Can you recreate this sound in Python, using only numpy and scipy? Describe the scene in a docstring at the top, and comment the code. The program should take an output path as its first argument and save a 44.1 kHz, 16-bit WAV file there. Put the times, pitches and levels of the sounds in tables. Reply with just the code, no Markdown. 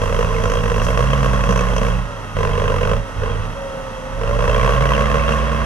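"""A tractor pushing soil

A diesel tractor pushes soil over the edge of a bank, outdoors, some way off. The throttle opens four times.
Under load each firing (fuel burning in a cylinder) barks through the exhaust pipe over a deep throb.
Between pushes, the engine's clatter and the fan's whine come through. Loose metal rings, clanks and
buzzes as the machine shakes, and earth hisses off the blade twice."""
import sys
import numpy as np
from scipy import signal
from scipy.fft import rfft, irfft
from scipy.io import wavfile
from scipy.ndimage import uniform_filter1d

SR = 44100
rng = np.random.default_rng(int(sys.argv[2]) if len(sys.argv) > 2 else 0)


def master(y):
    """Save y as 16-bit WAV."""
    cut = np.clip(np.atleast_2d(y).T, -1, 1)
    pcm = np.round(cut * 32767)  # scale
    wavfile.write(sys.argv[1], SR, pcm.astype(np.int16))


N = 249165
T = np.arange(N) / SR
FREQS = np.maximum(np.arange(N // 2 + 1) * SR / N, 1)

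# how fast the engine runs: (time [s], firing rate [Hz])
ENGINE_SPEED = [(0, 51.1), (.25, 53.03), (.76, 54.36), (1.15, 68.22), (1.41, 61.97), (2.03, 58.73),
                (2.3, 50.83), (2.78, 47.55), (2.98, 55.67), (3.25, 50.21), (3.58, 54.66), (4.02, 51.48),
                (4.42, 57.77), (4.7, 62.76), (4.92, 69.58), (5.27, 73.09), (5.65, 74.82)]
# pushes on the throttle and each layer's relative level: (start [s], rise [s], release [s], fall [s],
# throb [dB], second harmonic [dB], third harmonic [dB], exhaust [dB], hiss [dB])
THROTTLE_PUSHES = [(-0.1, .08, 1.885, .19, -22, -26, -29, -28.2, -43.6),
                   (2.34, .055, 2.93, .1, -22.4, -24.3, -26.5, -28, -48.5),
                   (3.14, .09, 3.27, .29, -23.6, -24.8, -35, -31.7, -60),
                   (4.07, .4, 4.91, 2, -21.6, -25.4, -33.3, -24.2, -45.6)]
# barks, short even runs of hard strokes: (time [s], relative level [dB], strokes [count], rate [Hz])
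EXHAUST_BARKS = [(.016, -12, 2, 55), (.056, -15.5, 3, 53), (.124, -14, 3, 51.3), (.188, -10.5, 1, 55),
                 (.207, -13.5, 3, 53), (.436, -12, 2, 55), (.497, -13, 3, 52), (.552, -13.5, 2, 56),
                 (.635, -12.5, 3, 48), (.698, -12.5, 2, 56), (.741, -13, 4, 53), (.816, -11, 1, 55),
                 (.865, -11.5, 3, 54), (.973, -7.5, 1, 60), (.990, -10.5, 2, 70), (1.024, -12.5, 2, 66),
                 (1.102, -12.5, 1, 68), (1.131, -9.5, 1, 66), (1.228, -10, 3, 67), (1.331, -10.5, 1, 71),
                 (1.436, -10.5, 1, 65), (1.489, -10, 3, 59), (1.558, -10.5, 4, 62), (1.762, -12.5, 2, 58),
                 (1.813, -12.5, 5, 58), (2.366, -13.5, 3, 51), (2.429, -10.5, 2, 50), (2.471, -15, 2, 50),
                 (2.576, -12, 4, 48.5), (2.677, -12, 6, 47.8), (2.809, -12, 3, 49), (2.872, -11.5, 4, 50),
                 (2.964, -15.5, 1, 55), (3.233, -16.5, 1, 50), (4.211, -16, 2, 46), (4.273, -16.5, 3, 56),
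                 (4.388, -15, 2, 60), (4.422, -13, 2, 60), (4.476, -9.5, 2, 57), (4.511, -15, 2, 56),
                 (4.544, -11, 5, 60), (4.629, -9.5, 4, 66), (4.690, -8.5, 1, 66), (4.705, -12.5, 3, 68),
                 (4.806, -10, 2, 70), (4.854, -10, 1, 70), (4.889, -11, 3, 71), (4.933, -12, 4, 68),
                 (4.991, -12, 1, 70), (5.006, -8.5, 1, 72), (5.019, -11.5, 1, 72), (5.055, -11.5, 1, 72),
                 (5.098, -12, 2, 66), (5.141, -8.5, 1, 74), (5.154, -12.5, 3, 74), (5.278, -13.5, 1, 74),
                 (5.290, -9, 1, 74), (5.306, -13, 3, 78), (5.515, -16, 3, 68)]
# soil sliding off the blade: (time [s], level [dB])
SOIL_SLIDES = [(.82, -41.5), (5.3, -45.5)]
# faint tones of the running gear: (pitch [times the firing rate], level [dB])
GEAR_TONES = [(12, -48), (14, -50), (16, -51.5), (17.25, -47), (22, -47), (24.5, -43.5), (28.5, -47.5)]
# when the fan comes through: (start [s], rise [s], release [s], fall [s], level [dB])
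FAN_WHINES = [(2.03, .05, 2.15, .15, -40), (2.78, .1, 2.99, .16, -34), (3.53, .06, 3.72, .48, -29),
              (3.9, .4, 4.45, .2, -29)]
# when a loose panel buzzes: (start [s], end [s], level [dB])
PANEL_BUZZES = [(.42, .55, -41), (1.48, 1.62, -39), (1.75, 1.8, -37)]
# clanks of loose metal: (time [s], pitch [Hz], level [dB])
METAL_CLANKS = [(1.131, 2850, -27), (2.678, 2800, -28), (2.831, 2750, -28), (4.935, 3080, -26),
                (4.949, 2800, -26), (5.279, 3250, -27.5), (5.320, 2750, -26)]
# thumps under the heaviest strokes: (time [s], pitch [Hz], peak level [dB])
DULL_THUMPS = [(1.484, 186.6, -12), (1.811, 199.6, -21.5)]
# tone colours of the panel, engine block, hiss and exhaust gas: (frequency [Hz], relative level [dB])
PANEL_COLOUR = [(3000, -30), (5000, -8), (6300, 3), (7300, -12), (9500, -23)]
BLOCK_COLOUR = [(25, -16), (45, -2), (70, 3.5), (150, 1.5), (240, 4), (350, -9), (500, 2), (740, -5.5),
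                (880, -1), (1400, -4), (1700, -10.5), (1900, -5), (2300, -17), (3500, -18), (5000, -30.5),
                (11000, -43.5)]
HISS_COLOUR = [(2000, -21), (3800, -3), (4500, 3.5), (6500, 5.5), (7600, 3.5), (9500, -15.5), (11400, 4.5),
               (13000, -19)]
GAS_COLOUR = [(40, -20), (110, -0.5), (200, -1.5), (260, -15), (330, -12.5), (420, -5), (650, 3),
              (800, -13), (1250, -5.5), (1900, -10.5), (2400, -16.5), (3500, -21.5), (5000, -33),
              (9000, -47.5)]
# pitches the exhaust pipe rings at, with the engine slow or fast:
# (slow pitch [Hz], fast pitch [Hz], width [Hz], slow boost [dB], fast boost [dB])
PIPE_RESONANCES = [(465.2, 506, 89, 18, 5), (559, 557.6, 26.3, 6.5, 8), (1040, 1092, 148, 15.5, 17),
                   (1568, 1615, 48, 7.5, 6)]
# peaks and dips of the silencer and the microphone housing: (frequency [Hz], width [Hz], boost [dB])
SILENCER_RESONANCES = [(51, 19.8, 4), (132.9, 13, 6.5), (150.3, 23, -1.5), (222.3, 27.4, 6)]
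HOUSING_RESONANCES = [(2410, 110, -6), (2714, 390, 8.5), (3243, 197, 8), (3520, 120, -4), (4830, 190, 5),
                      (5250, 170, 5), (5960, 1080, 8), (9180, 1760, 13.5)]
# how alike the left and right microphones sound: (frequency [Hz], likeness [0-1])
STEREO_LIKENESS = [(200, 0.88), (540, 0.89), (780, 0.36), (1030, 0.77), (1450, 0.51), (3200, 0.93),
                   (4400, 0.12), (11000, 0.12)]
# how much louder the left is than the right: (frequency [Hz], level gap [dB])
STEREO_BALANCE = [(40, -5.5), (80, -6.5), (140, -1), (400, -2.5), (580, 0), (850, -1), (1100, -1),
                  (1900, -6), (2600, 0.3), (4000, -2), (5400, 5), (7000, 0)]
# how far the left wave runs ahead of the right: (frequency [Hz], phase lead [radians])
STEREO_LEAD = [(40, 0.72), (200, 0.59), (470, 0.86), (800, 0.72), (1400, 1.15), (1900, 1.98), (2600, 1.16),
               (3400, 1.14)]


def gain(db):
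    """Turn decibels into a multiplier."""
    return 10 ** (np.asarray(db) / 20)


def normalise(x):
    """Scale a signal to an average power of 1."""
    return x / np.sqrt(np.mean(x ** 2))


def spectrum(points):
    """Join (frequency, value) points into a curve over all frequencies."""
    hz, value = np.transpose(points)
    return np.interp(np.log(FREQS), np.log(hz), value)


def resonances(rows, at=FREQS):
    """Bell-shaped boosts in dB; the width is taken at half the boost."""
    return sum(db * 2 ** -(2 * (at - hz) / width) ** 2 for hz, width, db in rows)


def colour(x, db):
    """Filter by a level per frequency, so that resonances ring after a blow, never before it."""
    cepstrum = irfft(np.log(gain(db)), N)
    cepstrum[1:N // 2] *= 2
    cepstrum[N // 2 + 1:] = 0
    return irfft(rfft(x) * np.exp(rfft(cepstrum)), N)


def wobble(rate):
    """A smooth random curve of typical size 1 that changes about `rate` times a second."""
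    real, imag = rng.standard_normal((2, N // 100))
    return normalise(irfft((real + 1j * imag) * np.exp(-(FREQS[:N // 100] / rate) ** 2), N))


def tone(hz, phase):
    """A sine wave that follows a changing pitch."""
    return np.sin(2 * np.pi * np.cumsum(hz) / SR + phase)


def ramp(start_s, rise_s, release_s, fall_s):
    """Rise from 0 to 1, hold, and fall back."""
    return np.clip(np.minimum((T - start_s) / rise_s, 1 - (T - release_s) / fall_s), 0, 1)


def swell(t, rise_s, fall_s):
    """A quick rise and a fade, peaking at 1."""
    shape = (1 - np.exp(-t / rise_s)) ** 2 * np.exp(-t / fall_s)
    return shape / shape.max()


def bursts(times, sizes, rise_s, fall_s):
    """A swell at each time, peaking at its size."""
    kicks = np.bincount(np.clip(np.asarray(times) * SR, 0, N - 1).astype(int), sizes, N)
    return signal.fftconvolve(kicks, swell(T[:SR // 10], rise_s, fall_s))[:N]


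def stereo(pair):
    """Mix two versions of a sound into left and right: alike in the bass, spread out in the treble."""
    alike = spectrum(STEREO_LIKENESS)
    middle = rfft(pair[0]) * np.sqrt((1 + alike) / 2)
    side = rfft(pair[1]) * np.sqrt((1 - alike) / 2)
    return irfft(np.array([middle + side, middle - side]), N)


def driven_db(drive, push_db, idle_db):
    """The level of a layer that idles quietly and swells with each push."""
    return 10 * np.log10(gain(idle_db) ** 2 + np.sum((gain(push_db) * drive.T) ** 2, axis=1))


def barking(t, lull_s=0.0142):
    """Whether each time falls in a bark or the lull just before it."""
    return np.any([(t > start - lull_s) & (t < start + (strokes - 1 / 3) / rate)
                   for start, _, strokes, rate in EXHAUST_BARKS], axis=0)


def firings(firing_hz, fade_db=-0.5):
    """Firing times and bark sizes: plain firings (size 0) follow the engine, barks keep their own beat."""
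    cycles = np.cumsum(firing_hz) / SR
    plain_times = np.interp(np.arange(1, cycles[-1]), cycles, T)
    plain = [(time, 0) for time in plain_times[~barking(plain_times)]]
    hard = [(start + k / rate, gain(db + k * fade_db))
            for start, db, strokes, rate in EXHAUST_BARKS for k in range(strokes)]
    return np.transpose(sorted(plain + hard))


def cylinder_noise(times, repeat, count=4):
    """Two noises; `repeat` is the share that is each cylinder's own pattern, replayed when it fires."""
    latest = np.maximum(np.searchsorted(times, T) - 1, 0)
    age = (np.abs(T - times[latest]) * SR).astype(int)
    patterns = rng.standard_normal((2, count, SR // 10))
    fresh = rng.standard_normal((2, N))
    return np.sqrt(repeat) * patterns[:, latest % count, age] + np.sqrt(1 - repeat) * fresh


def soil(rise_s=0.023, hold_s=0.04, fall_s=0.083, grain_db=2):
    """Loose earth slides off the blade with a hiss that swells quickly and trickles out."""
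    flow = sum(gain(db) * ramp(start, rise_s, start + hold_s, fall_s) for start, db in SOIL_SLIDES)
    grains = rng.standard_normal((2, N)) * gain(grain_db * wobble(120))
    return stereo(normalise(colour(grains, spectrum(HISS_COLOUR)))) * flow


def gears(firing_hz, flutter_db=3):
    """The running gear sings thin, flickering tones that glide with the engine's speed."""
    out = 0
    for multiple, db in GEAR_TONES:
        whine = tone(multiple * firing_hz, 0.51 * wobble(27)) * gain(flutter_db * wobble(15))
        out += normalise(whine) * gain(db)
    return out


def fan(firing_hz, blades_per_firing=10.1, flutter_db=1.5, rough=0.16):
    """The blades sing one fluttering tone, geared to the engine and roughened by the air they cut."""
    level = sum(gain(db) * ramp(*timing) for *timing, db in FAN_WHINES)
    blades = tone(blades_per_firing * firing_hz, 0.087 * wobble(25)) * (1 + rough * wobble(90))
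    return np.sqrt(2) * blades * level * gain(flutter_db * wobble(18))


def panel_buzz(times, bark_sizes):
    """For a few short spells, a loose panel buzzes brightly on each hard stroke."""
    sizes = sum(gain(db) * ((times > start) & (times < end)) for start, end, db in PANEL_BUZZES)
    chatter = normalise(colour(rng.standard_normal((2, N)), spectrum(PANEL_COLOUR)))
    return stereo(chatter * bursts(times, sizes * (bark_sizes > 0), rise_s=0.0018, fall_s=0.0032))


def sheet_metal(times, exhaust_db, low_hz=950, high_hz=3400, db_per_octave=-7.5, scatter_db=3.5):
    """Each firing sets two sheet-metal parts ringing briefly; small, high ones are fainter."""
    starts = np.repeat(times, 2)
    height, strength, *phases = rng.random((N // 100, 4))[:len(starts)].T
    octaves = height * np.log2(high_hz / low_hz)
    extra_db = -scatter_db * np.log(1 - 0.95 * strength)
    sizes = gain(np.interp(starts, T, exhaust_db) + db_per_octave * octaves + extra_db)
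    t = T[:SR // 25]
    samples = (starts * SR).astype(int)[:, None] + np.arange(len(t))
    cycles = np.outer(low_hz * 2 ** octaves, t)
    shapes = np.outer(sizes, swell(t, rise_s=0.001, fall_s=0.005))
    rings = [shapes * np.sin(2 * np.pi * (cycles + phase[:, None])) for phase in phases]
    return stereo([np.bincount(samples.ravel(), ring.ravel(), N)[:N] for ring in rings])


def clanks(spread=0.09):
    """A shaken loose part rings at three close pitches for a few milliseconds."""
    out = 0
    for time, hz, db in METAL_CLANKS:
        phases = rng.uniform(0, 2 * np.pi, (3, 2, 1))
        ring = sum(np.sin(2 * np.pi * hz * (1 + spread * k) * T + phase)
                   for k, phase in zip((-1, 0, 1), phases))
        out += bursts([time], [gain(db)], rise_s=0.0022, fall_s=0.0045) * ring / np.sqrt(3)
    return out


def thumps():
    """Short, dull booms of one low resonance under the heaviest strokes."""
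    return sum(bursts([time], [gain(db)], rise_s=0.0045, fall_s=0.029)
               * np.sin(2 * np.pi * hz * (T - time)) for time, hz, db in DULL_THUMPS)


def clatter(times, throttle, idle_db=-31.5, load_db=2.5, knock=0.25, scatter_db=4, jitter_s=0.0014):
    """Burning fuel and, half a firing later, the valves rattle the engine block over a steady rush."""
    blows = np.concatenate([times, (times[1:] + times[:-1]) / 2])
    delay, strength = rng.standard_normal((N // 100, 2))[:len(blows)].T
    knocks = bursts(blows + jitter_s * delay, gain(scatter_db * strength), rise_s=0.0006, fall_s=0.005)
    rattle = (1 + knock * knocks) * cylinder_noise(times, repeat=0.38, count=2)
    block = normalise(colour(rattle, spectrum(BLOCK_COLOUR)))
    return stereo(block) * gain(idle_db + load_db * throttle)


def drone(firing_hz, strain, labouring, throb_db, second_db, third_db, below_hz=12.6, sag_hz=4.5):
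    """A deep throb and harmonics (multiples of the firing rate) in the silencer, roughened by strain."""
    throb_hz = firing_hz - below_hz
    throb = tone(throb_hz, 0.88 * strain * wobble(34.4))
    throb *= gain(throb_db + resonances(SILENCER_RESONANCES, throb_hz) + strain * wobble(22))
    pitches = np.arange(2, 6)[:, None] * firing_hz
    pitches[0] -= sag_hz * labouring  # the second harmonic goes flat under load at low speed
    shake = 0.24 * strain
    harmonics = 0
    for hz, db in zip(pitches, [second_db, third_db, third_db - 11.5, third_db - 34]):
        level = gain(db + resonances(SILENCER_RESONANCES, hz)) * (1 + shake * wobble(51))
        harmonics += level * tone(hz, shake * wobble(29))
    return np.sqrt(2) * (throb + harmonics)


def gas_puffs(times, sizes, noise, front_db=13, front_delay_s=0.001595, evenness=0.55):
    """Each firing lets out a puff of swirling gas, led by a sharp pressure front."""
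    t = T[:SR // 40]
    samples = (times * SR).astype(int)[:, None] + np.arange(len(t))
    shape = swell(t, rise_s=0.0014, fall_s=0.0036)
    pressure = swell(np.maximum(t - front_delay_s, 0), rise_s=0.00019, fall_s=0.00031)
    front = gain(front_db) * np.gradient(pressure)
    pair = []
    for gas, kick in zip(noise, (front, 0 * front)):  # the front goes in the stereo middle only
        raw = rfft(gas[samples % N] * shape + kick)
        even = np.sqrt(np.sum(shape ** 2) + np.abs(rfft(kick)) ** 2)
        # even out chance peaks, so that a puff drives all pitches about equally
        puffs = irfft(raw * (even / np.abs(raw)) ** evenness, len(t)) * np.tanh(10 * shape)
        pair.append(np.bincount(samples.ravel(), (puffs * sizes[:, None]).ravel(), N)[:N])
    return np.array(pair)


def exhaust_pipe(gas, heat, widen=1, boost=1):
    """Gas makes the pipe ring; hotter gas at speed raises most of its pitches."""
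    slow_hz, fast_hz, width, slow_db, fast_db = np.transpose(PIPE_RESONANCES)
    slow = spectrum(GAS_COLOUR) + resonances(zip(slow_hz, width * widen, slow_db * boost))
    fast = spectrum(GAS_COLOUR) + resonances(zip(fast_hz, width * widen, fast_db * boost))
    blend = (1 - heat) * colour(gas, slow) + heat * colour(gas, fast)
    return blend / np.sqrt(np.mean(gain(slow) ** 2))


def exhaust(times, bark_sizes, speed, strain, level_db, hiss_db, scatter_db=2.4, flow_db=5, choke_db=-4.5):
    """Plain firings and flowing gas ring the pipe, barks blast through it, and a hiss pulses along."""
    level = gain(level_db + 2.5)
    scatter = gain(scatter_db * np.interp(times, T, strain) * rng.standard_normal(N)[:len(times)])
    plain = (bark_sizes == 0) * np.interp(times, T, level) * scatter
    hard = bark_sizes * gain(-2.2)
    # gas keeps flowing when the engine runs freely; in a bark it chokes between strokes
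    choked = uniform_filter1d(barking(T).astype(float), size=200)
    flow = level * gain(flow_db * (1 - strain) + choke_db * choked)
    noise = cylinder_noise(times, repeat=0.36)
    chug = exhaust_pipe(flow * noise + gas_puffs(times, plain, noise), heat=speed)
    barks = exhaust_pipe(gas_puffs(times, hard, noise), heat=0.6 * speed, widen=1.3, boost=0.9)
    pulsing = 0.99 + 0.31 * bursts(times, plain + hard, rise_s=0.0011, fall_s=0.0087) / level.max()
    hiss = normalise(colour(pulsing * cylinder_noise(times, repeat=0.053), spectrum(HISS_COLOUR)))
    return stereo(chug + barks + hiss * gain(hiss_db - 4))


def scene(linger_s=0.024, build_up=1.17):
    """Engine speed times the firings; each push brings in the low tones first, then the exhaust."""
    firing_hz = np.interp(T, *np.transpose(ENGINE_SPEED))
    speed = np.clip((firing_hz - 49) / 17, 0, 1)  # 0 is slow, 1 is fast
    start, rise, release, fall = np.transpose(THROTTLE_PUSHES)[:4, :, None]
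    throb_db, second_db, third_db, gas_db, hiss_db = np.transpose(THROTTLE_PUSHES)[4:]
    pushes = ramp(start, rise, release, fall)
    held = ramp(start, rise, release + linger_s, fall)  # the two lowest tones hold on a little
    pressure = ramp(start, rise * build_up, release, fall)  # builds more slowly than the throttle
    throttle = pushes.sum(axis=0)
    strain = np.clip(1 - speed + 0.56 * speed * throttle, 0, 1)  # how unevenly the engine runs
    labouring = throttle * (1 - speed)
    exhaust_db = driven_db(pressure ** 1.34, gas_db, idle_db=-51.5)
    times, bark_sizes = firings(firing_hz)
    gas = exhaust(times, bark_sizes, speed, strain, exhaust_db, driven_db(pushes, hiss_db, idle_db=-48.5))
    block = clatter(times, throttle)
    # tanh brings the low tones near full strength by half throttle
    low = drone(firing_hz, strain, labouring,
                driven_db(np.tanh(2 * held), throb_db, idle_db=-37.5),
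                driven_db(np.tanh(2 * held), second_db, idle_db=-38.5),
                driven_db(np.tanh(2 * pushes), third_db, idle_db=-49.5))
    metal = clanks() + sheet_metal(times, exhaust_db) + panel_buzz(times, bark_sizes)
    return fan(firing_hz) + gears(firing_hz) + soil() + metal + thumps() + block + low + gas


def record(dry, low_cut_hz=21, top_hz=12400):
    """Two microphones in a housing colour the sound; the deepest bass and highest treble are cut."""
    sides = np.array([[0.5], [-0.5]])  # left, right
    level = gain(resonances(HOUSING_RESONANCES) + sides * spectrum(STEREO_BALANCE))
    phase = np.exp(1j * sides * spectrum(STEREO_LEAD))
    low_cut = 1 / np.hypot(1, (low_cut_hz / FREQS) ** 4)
    heard = irfft(rfft(dry) * level * phase * low_cut, N)
    return signal.sosfilt(signal.ellip(10, 0.2, 80, top_hz, fs=SR, output="sos"), heard)


dry = scene()
out = record(dry)
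master(out)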